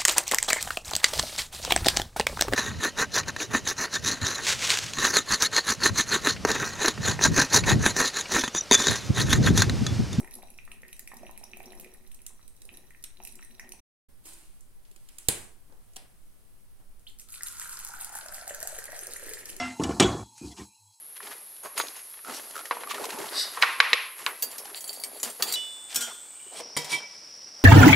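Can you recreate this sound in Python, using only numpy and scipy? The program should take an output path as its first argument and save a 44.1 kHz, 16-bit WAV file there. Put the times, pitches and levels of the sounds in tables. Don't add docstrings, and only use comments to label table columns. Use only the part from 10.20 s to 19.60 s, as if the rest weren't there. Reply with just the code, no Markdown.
import sys
import numpy as np
from scipy import signal
from scipy.fft import rfft, irfft
from scipy.io import wavfile
from scipy.ndimage import uniform_filter1d

SR = 44100
rng = np.random.default_rng(int(sys.argv[2]) if len(sys.argv) > 2 else 0)


def dump_mix(stems):
    frames = np.atleast_2d(stems).T
    limited = np.clip(frames, -1, 1)
    pcm = np.round(limited * 32767).astype(np.int16)
    wavfile.write(sys.argv[1], SR, pcm)


def nominal_scale(level):
    x = np.asarray(level, float) / 20
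    return 10 ** x


N = 414540
GAP_START_S, GAP_END_S = 3.605, 3.885


def evened(x):
    return x / np.sqrt(np.mean(x ** 2) + 1e-20)


def columns(rows):
    s, *values = np.transpose(rows)
    return [np.interp(np.arange(N) / SR, s, v, -200, -200) for v in values]


def read(points, hz):
    f, value = np.transpose(points)
    return np.interp(np.log(hz + 1), np.log(f + 1), value)


def colour(x, points):
    return irfft(rfft(x) * nominal_scale(read(points, np.fft.rfftfreq(N, 1 / SR))), N)


def resonate(x, hz, width_hz):
    r = np.exp(-np.pi * abs(width_hz) / SR)
    if np.ndim(hz) == 0:
        pole = r * np.exp(2j * np.pi * hz / SR)
        return 2 * signal.lfilter([1 - r], [1, -pole], x).real
    turn = np.exp(2j * np.pi * np.cumsum(hz) / SR)
    return 2 * (turn * signal.lfilter([1 - r], [1, -r], x / turn)).real


def body(x, modes):
    return sum((-1) ** k * nominal_scale(db) * resonate(x, hz, width_hz) for k, (hz, width_hz, db) in enumerate(modes))


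def bubbles(s, db, hz, cycles, glide, rise=0.19):
    i = np.arange(600)
    turns = i / SR * hz[:, None]
    shape = np.exp(-turns / cycles) * np.tanh(turns / rise) ** 2 * np.tanh(i[::-1] / 60)
    wave = nominal_scale(db)[:, None] * shape * np.sin(2 * np.pi * turns * (1 + glide * turns))
    at = (s * SR).astype(int)[:, None] + i
    return np.bincount(at.ravel(), wave.ravel(), N + 600)[:N]


def swarm(span_s, lo_hz, hi_hz, spread_db, cycles, count, rise=0.28):
    when, size, luck = rng.random((count, 3)).T
    s = span_s[0] + (span_s[1] - span_s[0]) * when
    hz = lo_hz * (hi_hz / lo_hz) ** size
    return bubbles(s, -spread_db * np.log(1.035 - luck), hz, cycles, 0.015, rise)


def pops(s, db, hz, spray_db, spray_hz):
    t = np.arange(300) / SR
    shape = (np.exp(-t / 0.00065) + 0.32 * np.exp(-t / 0.0038)) * np.tanh(t / 0.00027)
    puffs = nominal_scale(db + spray_db)[:, None] * rng.standard_normal((len(s), 300)) * shape
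    at = (s * SR).astype(int)[:, None] + np.arange(300)
    puffs = np.bincount(at.ravel(), puffs.ravel(), N)
    spray = signal.lfilter(*signal.butter(2, spray_hz, "band", fs=SR), puffs)
    return bubbles(s, db, hz, 4.9, 0.00093, 1.1) + spray


def strokes(rows):
    t = np.arange(N) / SR
    return np.max([db - np.where(t < s, rise * (s - t), fall * (t - s)) for s, db, rise, fall in rows], axis=0)


def clumps(depth_db, per_s):
    t = np.arange(0, N + 200, 200) / SR
    hz, turn = np.geomspace(2, per_s, num=24)[:, None], rng.random((24, 1))
    wobble = evened(np.sin(2 * np.pi * (hz * t + turn)).sum(0))
    return nominal_scale(depth_db * np.interp(np.arange(N) / SR, t, wobble))


def steady(x, db):
    return nominal_scale(db) * x / np.sqrt(abs(uniform_filter1d(x ** 2, size=9000)) + 1e-12)


def place(x, pan_db, lag):
    return np.array([np.roll(x, lag) * nominal_scale(pan_db / 2), x * nominal_scale(-pan_db / 2)])


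# [f/Hz, level/dB per Hz]
AIR_SPECTRUM = [(5, -6), (10, -6.5), (18, -18), (30, -25), (60, -27.5), (240, -39.5), (600, -46),
                (2750, -54.5), (7200, -57), (9500, -49.5), (12000, -53.5), (16000, -58)]
# [f/Hz, likeness/1]
AIR_LIKENESS = [(60, 0.018), (240, 0.011), (950, 0.06), (3770, 0.037), (15000, 1)]


def air():
    a, b = rfft(rng.standard_normal((2, N)))
    hz = np.fft.rfftfreq(N, 1 / SR)
    same = np.clip(read(AIR_LIKENESS, hz), -1, 1)
    pair = np.array([a, same * a + np.sqrt(1 - same ** 2) * b])
    return nominal_scale(-50) * evened(irfft(pair * nominal_scale(read(AIR_SPECTRUM, hz)), N))


# [f/Hz, t60/s]
KITCHEN_T60 = [(100, 0.6), (500, 0.46), (1400, 0.53), (3800, 0.28), (8000, 0.3), (14000, 0.15)]
# [f/Hz, likeness/1]
ECHO_LIKENESS = [(100, 1), (600, 0.24), (2000, 0.13), (8000, 0.75)]


def kitchen(x):
    taps = np.zeros((6, SR))
    at = np.arange(130, SR - 20, 20) + rng.integers(0, 20, (6, (SR - 131) // 20))
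    np.put_along_axis(taps, at, rng.choice([-1., 1.], at.shape), 1)
    hz, t, z = signal.stft(taps, SR, nperseg=256)
    same = np.clip(read(ECHO_LIKENESS, hz), 0, 1)[:, None]
    z = np.concatenate([z[:3], same * z[:3] + np.sqrt(1 - same ** 2) * z[3:]])
    decay = nominal_scale(-60 * t / read(KITCHEN_T60, hz)[:, None])
    tails = signal.istft(z * decay, SR, nperseg=256)[1]
    turn = np.cos(2 * np.pi * (np.arange(N) / SR * 6 + np.arange(3)[:, None] / 3))
    wet = signal.fftconvolve(np.tile(x * turn, (2, 1)), tails / np.linalg.norm(tails[0]), axes=1)[:, :N]
    return wet.reshape(2, 3, N).sum(1)


# [t/s, level/dB, rise/dB per s, fall/dB per s]
HAND_STROKES = [
    (4.06, -48, 700, 73),
    (4.25, -68, 300, 104),
    (5.05, -57.5, 46, 102),
    (5.14, -42, 375, 141),
    (5.5, -79, 905, 100),
    (5.8, -69.5, 15, 13),
    (6.6, -70, 500, 204),
]
# [f/Hz, level/dB per Hz]
CLOTH_SPECTRUM = [(150, -53.5), (250, -4), (342, 12.5), (444, -4.5), (831, -4), (2020, -21), (5830, -14),
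                  (9170, -1.5), (16000, -12.5)]


def rustle():
    start_s, end_s = 3.89, 6.8
    grains = swarm((start_s, end_s), 2040, 16000, 3.4, 1.5, count=8000)
    t = np.arange(N) / SR
    return steady(colour(grains, CLOTH_SPECTRUM), strokes(HAND_STROKES) - 3.1) * (t > start_s) * (t < end_s)


# [t/s, peak level/dB, hollow body level/dB, body f/Hz, middle level/dB]
PLASTIC_SNAPS = [(2.0645, -33.5, -64.5, 269, -40.5), (2.4181, -43.5, -61, 354, -48),
                 (2.8401, -37.5, -59, 260, -33.5), (4.0548, -39.5, -54.5, 341, -45),
                 (4.088, -42.5, -60, 332, -46), (4.1339, -42.5, -70, 347, -66),
                 (4.407, -47.5, -76, 380, -85), (4.6506, -74, -76.5, 250, -49.5),
                 (4.7123, -49.5, -63, 428, -50), (4.761, -47, -60.5, 331, -47),
                 (4.8873, -44.5, -79, 267, -42), (4.9835, -31, -66.5, 855, -37),
                 (5.0847, -8.5, -27.5, 475, -11.5), (5.497, -76, -56, 287, -80),
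                 (5.5223, -67.5, -53, 516, -54), (5.734, -52, -75, 700, -56), (5.7598, -40, -67, 686, -38),
                 (5.764, -33.5, -46, 748, -30.5), (6.5991, -68, -56.5, 292, -66)]
# [f/Hz, peak level/dB, t60/s]
LID_MODES = [(203, -33.5, 0.1), (292, -33, 0.069), (1500, -36.5, 0.03), (3970, -23.5, 0.04),
             (8830, -29, 0.04), (9900, -22, 0.04)]


def snaps():
    pair, send, t = np.zeros((2, N)), np.zeros(N), np.arange(900) / SR
    bands_hz = [6800, 11130], [1700, 6500], [198, 1120], [11200, 19000]
    bands = [signal.butter(2, edges_hz, "band", fs=SR) for edges_hz in bands_hz]
    fade = np.hanning(2 * len(t))[len(t):]
    pan_db = -7.0
    for s, db, body_db, body_hz, mid_db in PLASTIC_SNAPS:
        bursts = rng.standard_normal((4, len(t))) * np.exp(-(t / 0.0056) ** 2) * np.tanh(t / 0.0005)
        gains = nominal_scale(np.array([db + 0.3, mid_db - 2.2, body_db + 7.5, db - 7.5]))
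        high, mid, low, top = (g * signal.lfilter(*band, x) for g, band, x in zip(gains, bands, bursts))
        knock = nominal_scale(body_db - 610 * t) * np.sin(2 * np.pi * body_hz * t)
        crack = place(high, pan_db, lag=0) + place(mid, pan_db / 3, lag=0) + low + top
        at = round(s * SR)
        pair[:, at:at + len(t)] += (crack + knock) * fade
        spreads = 11.0, 10.0, 18.0, 7.0
        spread = sum(g * k * signal.lfilter(*band, t == 0) for g, k, band in zip(gains, spreads, bands))
        send[at:at + len(t)] += spread + 0.39 * knock * fade
    t = np.maximum(np.arange(N) / SR - 5.0855, 0)
    jolt = [(113, -21.5, 0.037)]  # f/Hz, level/dB, t60/s
    thump = sum(nominal_scale(db - 60 * t / t60) * np.sin(2 * np.pi * hz * t) for hz, db, t60 in jolt + list(LID_MODES))
    return pair + thump, send + 0.29 * thump


# [t/s, peak level/dB, f/Hz]
FLASK_PLOPS = [(0.044, -44, 860), (0.188, -45.5, 734), (0.232, -41.5, 700), (0.477, -43.5, 1150),
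               (0.519, -50, 1140), (0.631, -50.5, 440), (0.917, -40, 990), (0.936, -42, 785),
               (1.033, -37.5, 596), (1.094, -40.5, 865), (1.213, -45, 710), (1.237, -44.5, 810),
               (1.369, -47, 695), (1.403, -40, 710), (1.446, -50, 396), (1.479, -46.5, 750),
               (1.52, -43.5, 716), (1.59, -57, 410), (1.663, -46.5, 410), (2.105, -53.5, 900),
               (2.194, -52, 1180), (2.449, -55, 440), (3.002, -41.5, 760), (3.194, -44.5, 1320),
               (3.395, -45.5, 940), (3.444, -51, 693), (3.537, -48, 778)]
# [t/s, peak level/dB, f/Hz]
FLASK_BLIPS = [(0.0458, -38.5, 1820), (0.0756, -40.5, 1920), (0.1386, -38.5, 3920), (0.2219, -46.5, 2230),
               (0.3383, -54, 2500), (0.387, -45.5, 1500), (0.387, -34, 2370), (0.4778, -44, 1820),
               (0.5163, -33.5, 2640), (0.633, -37, 1830), (0.6506, -42.5, 1830), (0.6885, -45, 2510),
               (0.729, -36.5, 2750), (0.7936, -43, 1830), (0.8749, -36, 2200), (0.9184, -37, 1820),
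               (0.9943, -51, 2650), (1.0495, -47, 1910), (1.067, -36.5, 2750), (1.093, -51, 2510),
               (1.1635, -49.5, 2640), (1.176, -43.5, 2200), (1.2341, -44.5, 2560), (1.334, -32, 2510),
               (1.3704, -47, 2330), (1.404, -39, 2210), (1.4376, -44, 2800), (1.505, -40, 4060),
               (1.5206, -42, 2800), (1.597, -43, 2840), (1.6459, -39.5, 2250), (1.7466, -48.5, 1830),
               (1.9157, -44, 3120), (1.9909, -50, 2740), (2.0535, -55, 2600), (2.0654, -48, 3800),
               (2.093, -46, 4030), (2.2804, -54, 3060), (2.4186, -46.5, 3750), (2.491, -35, 2720),
               (2.573, -41.5, 3750), (2.7069, -43, 1830), (2.7477, -43, 1860), (2.8419, -42, 3970),
               (2.9712, -42, 3897), (3.0018, -45, 2700), (3.0513, -40.5, 2660), (3.0719, -40, 2510),
               (3.1899, -43, 2670), (3.226, -41, 1830), (3.3117, -45.5, 3950), (3.3959, -31, 1830),
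               (3.5199, -38.5, 2760)]
# [t/s, peak level/dB, f/Hz]
FLASK_TICKS = [(0.0456, -43, 10000), (0.0747, -49, 12500), (0.11, -39.5, 11100), (0.1397, -35, 10800),
               (0.153, -35, 11100), (0.3024, -42.5, 10900), (0.3416, -55, 5400), (0.378, -47, 5690),
               (0.4514, -43.5, 9170), (0.5179, -39.5, 9400), (0.619, -46, 11000), (0.6815, -42.5, 11000),
               (0.729, -36.5, 10760), (0.7657, -43, 7720), (0.7933, -31.5, 12900), (0.8753, -36, 11100),
               (0.9413, -41.5, 14400), (0.9682, -36.5, 11100), (1.1109, -43, 13000), (1.1763, -37.5, 11100),
               (1.2385, -35.5, 5670), (1.3708, -38.5, 13800), (1.3997, -45.5, 14600), (1.429, -44, 12500),
               (1.4576, -40, 5600), (1.5225, -45.5, 10800), (1.5514, -45, 11100), (1.5743, -48, 5540),
               (1.5979, -38, 13400), (1.5997, -38.5, 14700), (1.6095, -39.5, 11100), (1.645, -42, 10600),
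               (1.7384, -42.5, 11100), (1.8746, -46, 11500), (1.917, -44, 8640), (1.945, -39, 8600),
               (2.0173, -44, 10200), (2.0645, -30, 7600), (2.2788, -42, 8500), (2.365, -50.5, 8700),
               (2.4184, -46, 8840), (2.4526, -40.5, 9260), (2.5393, -43.5, 9600), (2.5714, -40, 10400),
               (2.7053, -47, 8490), (2.826, -43, 11700), (2.8388, -29, 8340), (3.0185, -50, 13100),
               (3.0356, -38, 8600), (3.05, -32.5, 11400), (3.0734, -33.5, 11100), (3.1228, -41.5, 9960),
               (3.155, -36.5, 7900), (3.248, -40, 8700), (3.3964, -38.5, 5690), (3.4915, -40, 11100),
               (3.521, -42, 5500), (3.5206, -34, 5870)]
# [t/s, peak level/dB, f/Hz]
OPENING_BURST = [
    (0.002, -36, 11000),
    (0.004, -38, 8360),
]
# [t/s, flow level/dB]
TRICKLE_FLOW = [(0.0, -49), (0.26, -58), (0.43, -73), (0.53, -60), (0.79, -70), (1.06, -50), (1.16, -62.5),
                (1.54, -50), (1.88, -67.5), (2.4, -77), (2.5, -54), (2.94, -86), (3.0, -61.5), (3.36, -64),
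                (3.46, -54), (3.6, -65)]
# [t/s, level/dB]
SPLATTER_LEVEL = [(0.0, -57.5), (0.12, -60.5), (0.2, -53.5), (0.35, -68.5), (0.6, -64), (0.75, -61),
                  (1.0, -63), (1.6, -62.5), (1.8, -66), (2.1, -63), (2.4, -69), (2.55, -63), (2.8, -69),
                  (3.07, -54.5), (3.3, -59), (3.38, -65.5), (3.6, -65)]
# [f/Hz, width/Hz, level/dB]
BELLY_MODES = [(226.2, 22, 1.5), (371, 9.9, 6), (716, 470, -8.5)]
# [f/Hz, width/Hz, level/dB]
NECK_MODES = [(1830, 76, -8.5), (2510, 320, -4), (3950, 120, -6.5), (5900, 170, -3), (6060, 72, -22.5),
              (7890, 83, -6.5), (8270, 250, -9), (9960, 250, 2), (11100, 170, -3), (13000, 380, -1.5),
              (14500, 340, -18.5)]


def flask():
    span_s, flow_db = (0, TRICKLE_FLOW[-1][0]), columns(TRICKLE_FLOW)[0]
    surge_db = flow_db + 62
    on = np.arange(N) < span_s[1] * SR
    plops = nominal_scale(5.0) * bubbles(*np.transpose(FLASK_PLOPS), 1.35, 0.024)
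    blips = nominal_scale(3.5) * bubbles(*np.transpose(FLASK_BLIPS), 1.4, 0.00727, 0.42)
    films = np.transpose(FLASK_TICKS + OPENING_BURST)
    ticks = nominal_scale(6.0) * pops(*films, spray_db=-3.5, spray_hz=(5200, 13300))
    churn = steady(body(swarm(span_s, 188, 1400, 2.1, 0.2, count=500), BELLY_MODES), flow_db - 5.5)
    middle = swarm(span_s, 1610, 3370, 10.0, 2.2, count=1100)
    fizz = clumps(7.0, 25) * swarm(span_s, 3600, 15000, 8.2, 1.2, count=4000, rise=0.78)
    middle_db = -74 + 0.72 * surge_db
    fizz_db = columns(SPLATTER_LEVEL)[0] - 3.5 + 0.1 * surge_db
    small = steady(body(middle, NECK_MODES) + 0.26 * middle, middle_db)
    small = small + steady(body(fizz, NECK_MODES) + 0.092 * fizz, fizz_db)
    rung = nominal_scale(-0.5) * body(plops, BELLY_MODES)
    rung = rung + nominal_scale(15.0) * body(blips + plops + nominal_scale(-5.5) * ticks, NECK_MODES)
    return plops + blips + ticks + rung + churn + small * on


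# [t/s, peak level/dB, f/Hz]
CUP_GULPS = [(6.876, -43, 3950), (7.1413, -38.5, 2270), (7.208, -32.5, 1710), (7.397, -40, 1330),
             (7.417, -35, 1660), (7.4407, -41, 1280), (7.4565, -34.5, 1400), (7.4933, -38, 1370),
             (7.5283, -42, 1400), (7.5716, -40, 1490), (7.7387, -33, 1320), (7.785, -37.5, 1430),
             (7.8695, -45, 1500), (7.9405, -41, 1440), (7.9548, -38, 1600), (7.9744, -39, 1640),
             (7.9887, -36, 1370), (8.0094, -42, 1360), (8.06, -39, 1400), (8.1216, -39, 1530),
             (8.1648, -44, 1410), (8.1813, -36.5, 1700), (8.234, -40, 1590), (8.2738, -42, 1630),
             (8.307, -32, 1660), (8.3324, -42, 1700), (8.3452, -38.5, 1500), (8.4168, -36, 1580),
             (8.4292, -34.5, 1620), (8.473, -41, 1520), (8.5434, -43, 1640), (8.564, -42, 1550),
             (8.5875, -32.5, 1670), (8.6215, -40, 1600), (8.6652, -41, 1760), (8.6816, -34, 1680),
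             (8.7188, -38, 1590), (8.731, -36, 1710), (8.7505, -38, 1680), (8.8123, -47, 1710),
             (8.8318, -41, 1680), (8.8714, -46, 1660), (8.962, -32, 1750), (9.027, -43, 1680),
             (9.0677, -40, 1700), (9.084, -36, 1760), (9.1127, -37, 2030), (9.136, -38, 1840),
             (9.1705, -35.5, 1690), (9.2313, -41, 1800)]
# [t/s, peak level/dB, f/Hz]
CUP_GLUGS = [(7.571, -50, 1010), (7.61, -50, 810), (7.649, -47, 900), (7.698, -41, 845), (7.737, -52, 1010),
             (7.765, -47, 770), (7.786, -47, 821), (7.81, -45, 796), (7.846, -52, 670), (7.869, -44, 810),
             (7.926, -39, 800), (7.954, -34.5, 810), (8.031, -47, 675), (8.058, -42, 614),
             (8.091, -42.5, 590), (8.138, -45, 686), (8.18, -42, 680), (8.221, -39, 678), (8.247, -43, 644),
             (8.274, -37, 710), (8.307, -32, 570), (8.381, -40, 585), (8.405, -45, 573),
             (8.428, -34.5, 600), (8.452, -35.5, 677), (8.526, -36.5, 576), (8.585, -40, 446),
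             (8.689, -40.5, 600), (8.729, -37.5, 645), (8.757, -44, 630), (8.824, -45.5, 371),
             (8.868, -48, 680), (8.889, -52, 676), (9.028, -42.5, 468), (9.066, -45, 372),
             (9.083, -46, 490), (9.113, -42, 455), (9.145, -47, 453), (9.23, -51, 370), (9.314, -57, 302),
             (9.351, -59, 386), (9.376, -49, 361)]
# [t/s, peak level/dB, f/Hz]
FIRST_DROP_CHIRP = [
    (6.868, -41, 2850),
]
# [t/s, peak level/dB, f/Hz]
CUP_SPITS = [(6.795, -52, 8500), (6.886, -46, 12500), (6.9875, -38.5, 10000), (6.9972, -34, 8650),
             (7.0055, -39.5, 9200), (7.087, -41, 7260), (7.104, -37, 10300), (7.1484, -36, 9700),
             (7.1747, -37, 7710), (7.2219, -33, 7900), (7.2332, -22.5, 8400), (7.2836, -27, 10200),
             (7.3973, -24, 7700), (7.475, -32, 12000), (7.4944, -28.5, 8090), (7.5305, -29.5, 9690),
             (7.5722, -34.5, 9660), (7.5906, -28, 10000), (7.6483, -24, 8400), (7.6742, -32.5, 6690),
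             (7.6869, -29.5, 9900), (7.736, -30.5, 8150), (7.8116, -34, 12500), (7.846, -22.5, 10260),
             (7.8936, -31.5, 7040), (7.9236, -37, 9150), (7.952, -27, 7800), (7.9871, -28, 9740),
             (8.0614, -32.5, 10400), (8.084, -31.5, 7650), (8.1378, -30, 7840), (8.1443, -26, 7840),
             (8.2322, -42, 9750), (8.2778, -26.5, 7660), (8.2798, -34, 10100), (8.347, -23, 10500),
             (8.403, -27.5, 8300), (8.413, -32.5, 8130), (8.4283, -21.5, 7400), (8.4734, -19.5, 7800),
             (8.4807, -33, 9400), (8.564, -35, 7660), (8.5875, -26, 12000), (8.641, -29, 10400),
             (8.655, -26.5, 10000), (8.7196, -30.5, 10500), (8.7643, -34, 6060), (8.7909, -27.5, 6100),
             (8.8696, -25, 9500), (8.9358, -24, 9400), (8.997, -33.5, 10600), (9.0381, -34.5, 10300),
             (9.0633, -33, 10500), (9.0927, -29.5, 10100), (9.1151, -40, 10600), (9.1355, -27, 7440),
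             (9.1443, -34, 7300), (9.2562, -27.5, 10600), (9.3, -30, 10100), (9.3653, -30, 10400)]
# [t/s, flow level/dB]
POUR_FLOW = [
    (7.07, -56),
    (7.1, -47),
    (7.25, -41.5),
    (7.44, -41.5),
    (8.46, -45.5),
    (8.485, -41.5),
    (8.54, -44.5),
    (9.12, -43.5),
    (9.33, -46.5),
    (9.4, -52),
]
# [t/s, level/dB, rise/dB per s, fall/dB per s]
EARLY_DROPS = [
    (6.87, -51, 3500, 278),
    (7.0, -45.5, 1200, 370),
]
# [t/s, f/Hz]
CLOUD_PITCH = [
    (6.8, 1170),
    (7.7, 830),
    (8.1, 640),
    (8.76, 600),
    (8.86, 450),
    (9.4, 350),
]
# [f/Hz, level/dB per Hz]
SPLASH_SPECTRUM = [(1180, -22), (2000, 8), (2880, -8.5), (3260, -10.5), (4300, -6), (5030, -11),
                   (7510, 7.5), (10100, 11.5), (15200, -3), (16000, -20)]


def cup():
    pour_s = 6.8
    span_s = pour_s, N / SR
    flow_db = np.maximum(columns(POUR_FLOW)[0], strokes(EARLY_DROPS))
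    t = np.maximum(np.arange(N) / SR - pour_s, 0)
    cloud_hz = np.interp(t + pour_s, *np.transpose(CLOUD_PITCH))
    cloud_hz = cloud_hz * clumps(0.5, 9)
    column_hz = 1270 / (1 - 0.11 * t)
    mouth_hz = 1.57 * column_hz
    surge_db = 0.88 * (flow_db + 45)
    cloud_db = -59 - 53 * np.exp(-t / 0.4) + surge_db
    column_db = -57 - 36 * np.exp(-t / 0.2) + surge_db

    knocks = swarm(span_s, 235, 3600, 2.65, 0.18, count=2200)
    cloud = resonate(resonate(clumps(3.4, 30) * knocks, cloud_hz, 230), 1.1 * cloud_hz, 450)
    column = resonate(knocks, column_hz, 130) + 0.5 * resonate(knocks, 1.16 * column_hz, 840)
    column = column + nominal_scale(8) * np.exp(-(t / 1.6) ** 2) * resonate(knocks, 1395, 90)
    column = resonate(column, mouth_hz, 1620)
    splash = clumps(6.2, 35) * swarm(span_s, 2422, 14930, 5.5, 7.0, count=9000, rise=0.9)
    splash = colour(splash, SPLASH_SPECTRUM)

    gulps = nominal_scale(3.5) * bubbles(*np.transpose(CUP_GULPS), 3.1, 0.016, 0.9)
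    gulps = gulps + bubbles(*np.transpose(FIRST_DROP_CHIRP), 40, 0.0072, 0.6)
    gulps = gulps + nominal_scale(1.0) * bubbles(*np.transpose(CUP_GLUGS), 3.0, 0.011, 0.58)
    spits = nominal_scale(3.0) * pops(*np.transpose(CUP_SPITS), spray_db=-0.5, spray_hz=(5400, 12500))
    crackle = clumps(3.0, 40) * swarm(span_s, 3800, 12500, 8.0, 1.8, count=2500, rise=0.5)
    crackle = steady(crackle, flow_db - 11.0)
    rung = nominal_scale(-14.0) * resonate(gulps, cloud_hz, 94) + nominal_scale(-5.5) * resonate(gulps, column_hz, 97)
    pour = gulps + rung - steady(cloud, cloud_db) + steady(column, column_db) + steady(splash, flow_db - 3.5)
    return pour, spits, crackle


def scene():
    drip, (pour, spits, crackle), hands, (cracks, cracks_send) = flask(), cup(), rustle(), snaps()
    cracks[0] = np.roll(cracks[0], 12)
    dry = place(drip, -2.9, lag=3) + place(pour + spits + crackle, -0.74, lag=3)
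    dry = dry + place(hands, -5.0, lag=3) + cracks
    send = nominal_scale(-7.0) * drip + nominal_scale(-1.0) * hands + nominal_scale(-3.0) * cracks_send
    send = send + nominal_scale(-7.5) * spits + nominal_scale(-9.0) * crackle + nominal_scale(-6.5) * pour
    t = np.arange(N) / SR
    first = t < GAP_START_S
    wet = kitchen(send * first) * first + kitchen(send * ~first)
    gate = np.clip(np.maximum(GAP_START_S - t, t - GAP_END_S) / 0.0057, 0, 1)
    return (dry + wet + air()) * gate


def low_pass(x):
    return signal.sosfilt(signal.butter(12, 16990, fs=SR, output="sos"), x)


def record(dry):
    edge = signal.firwin(401, 15950, window=("kaiser", 8), fs=SR)
    low = signal.oaconvolve(dry, edge[None], "same")
    return low_pass(low + nominal_scale(-35.5) * (dry - low))


dry = scene()
out = record(dry)
dump_mix(out)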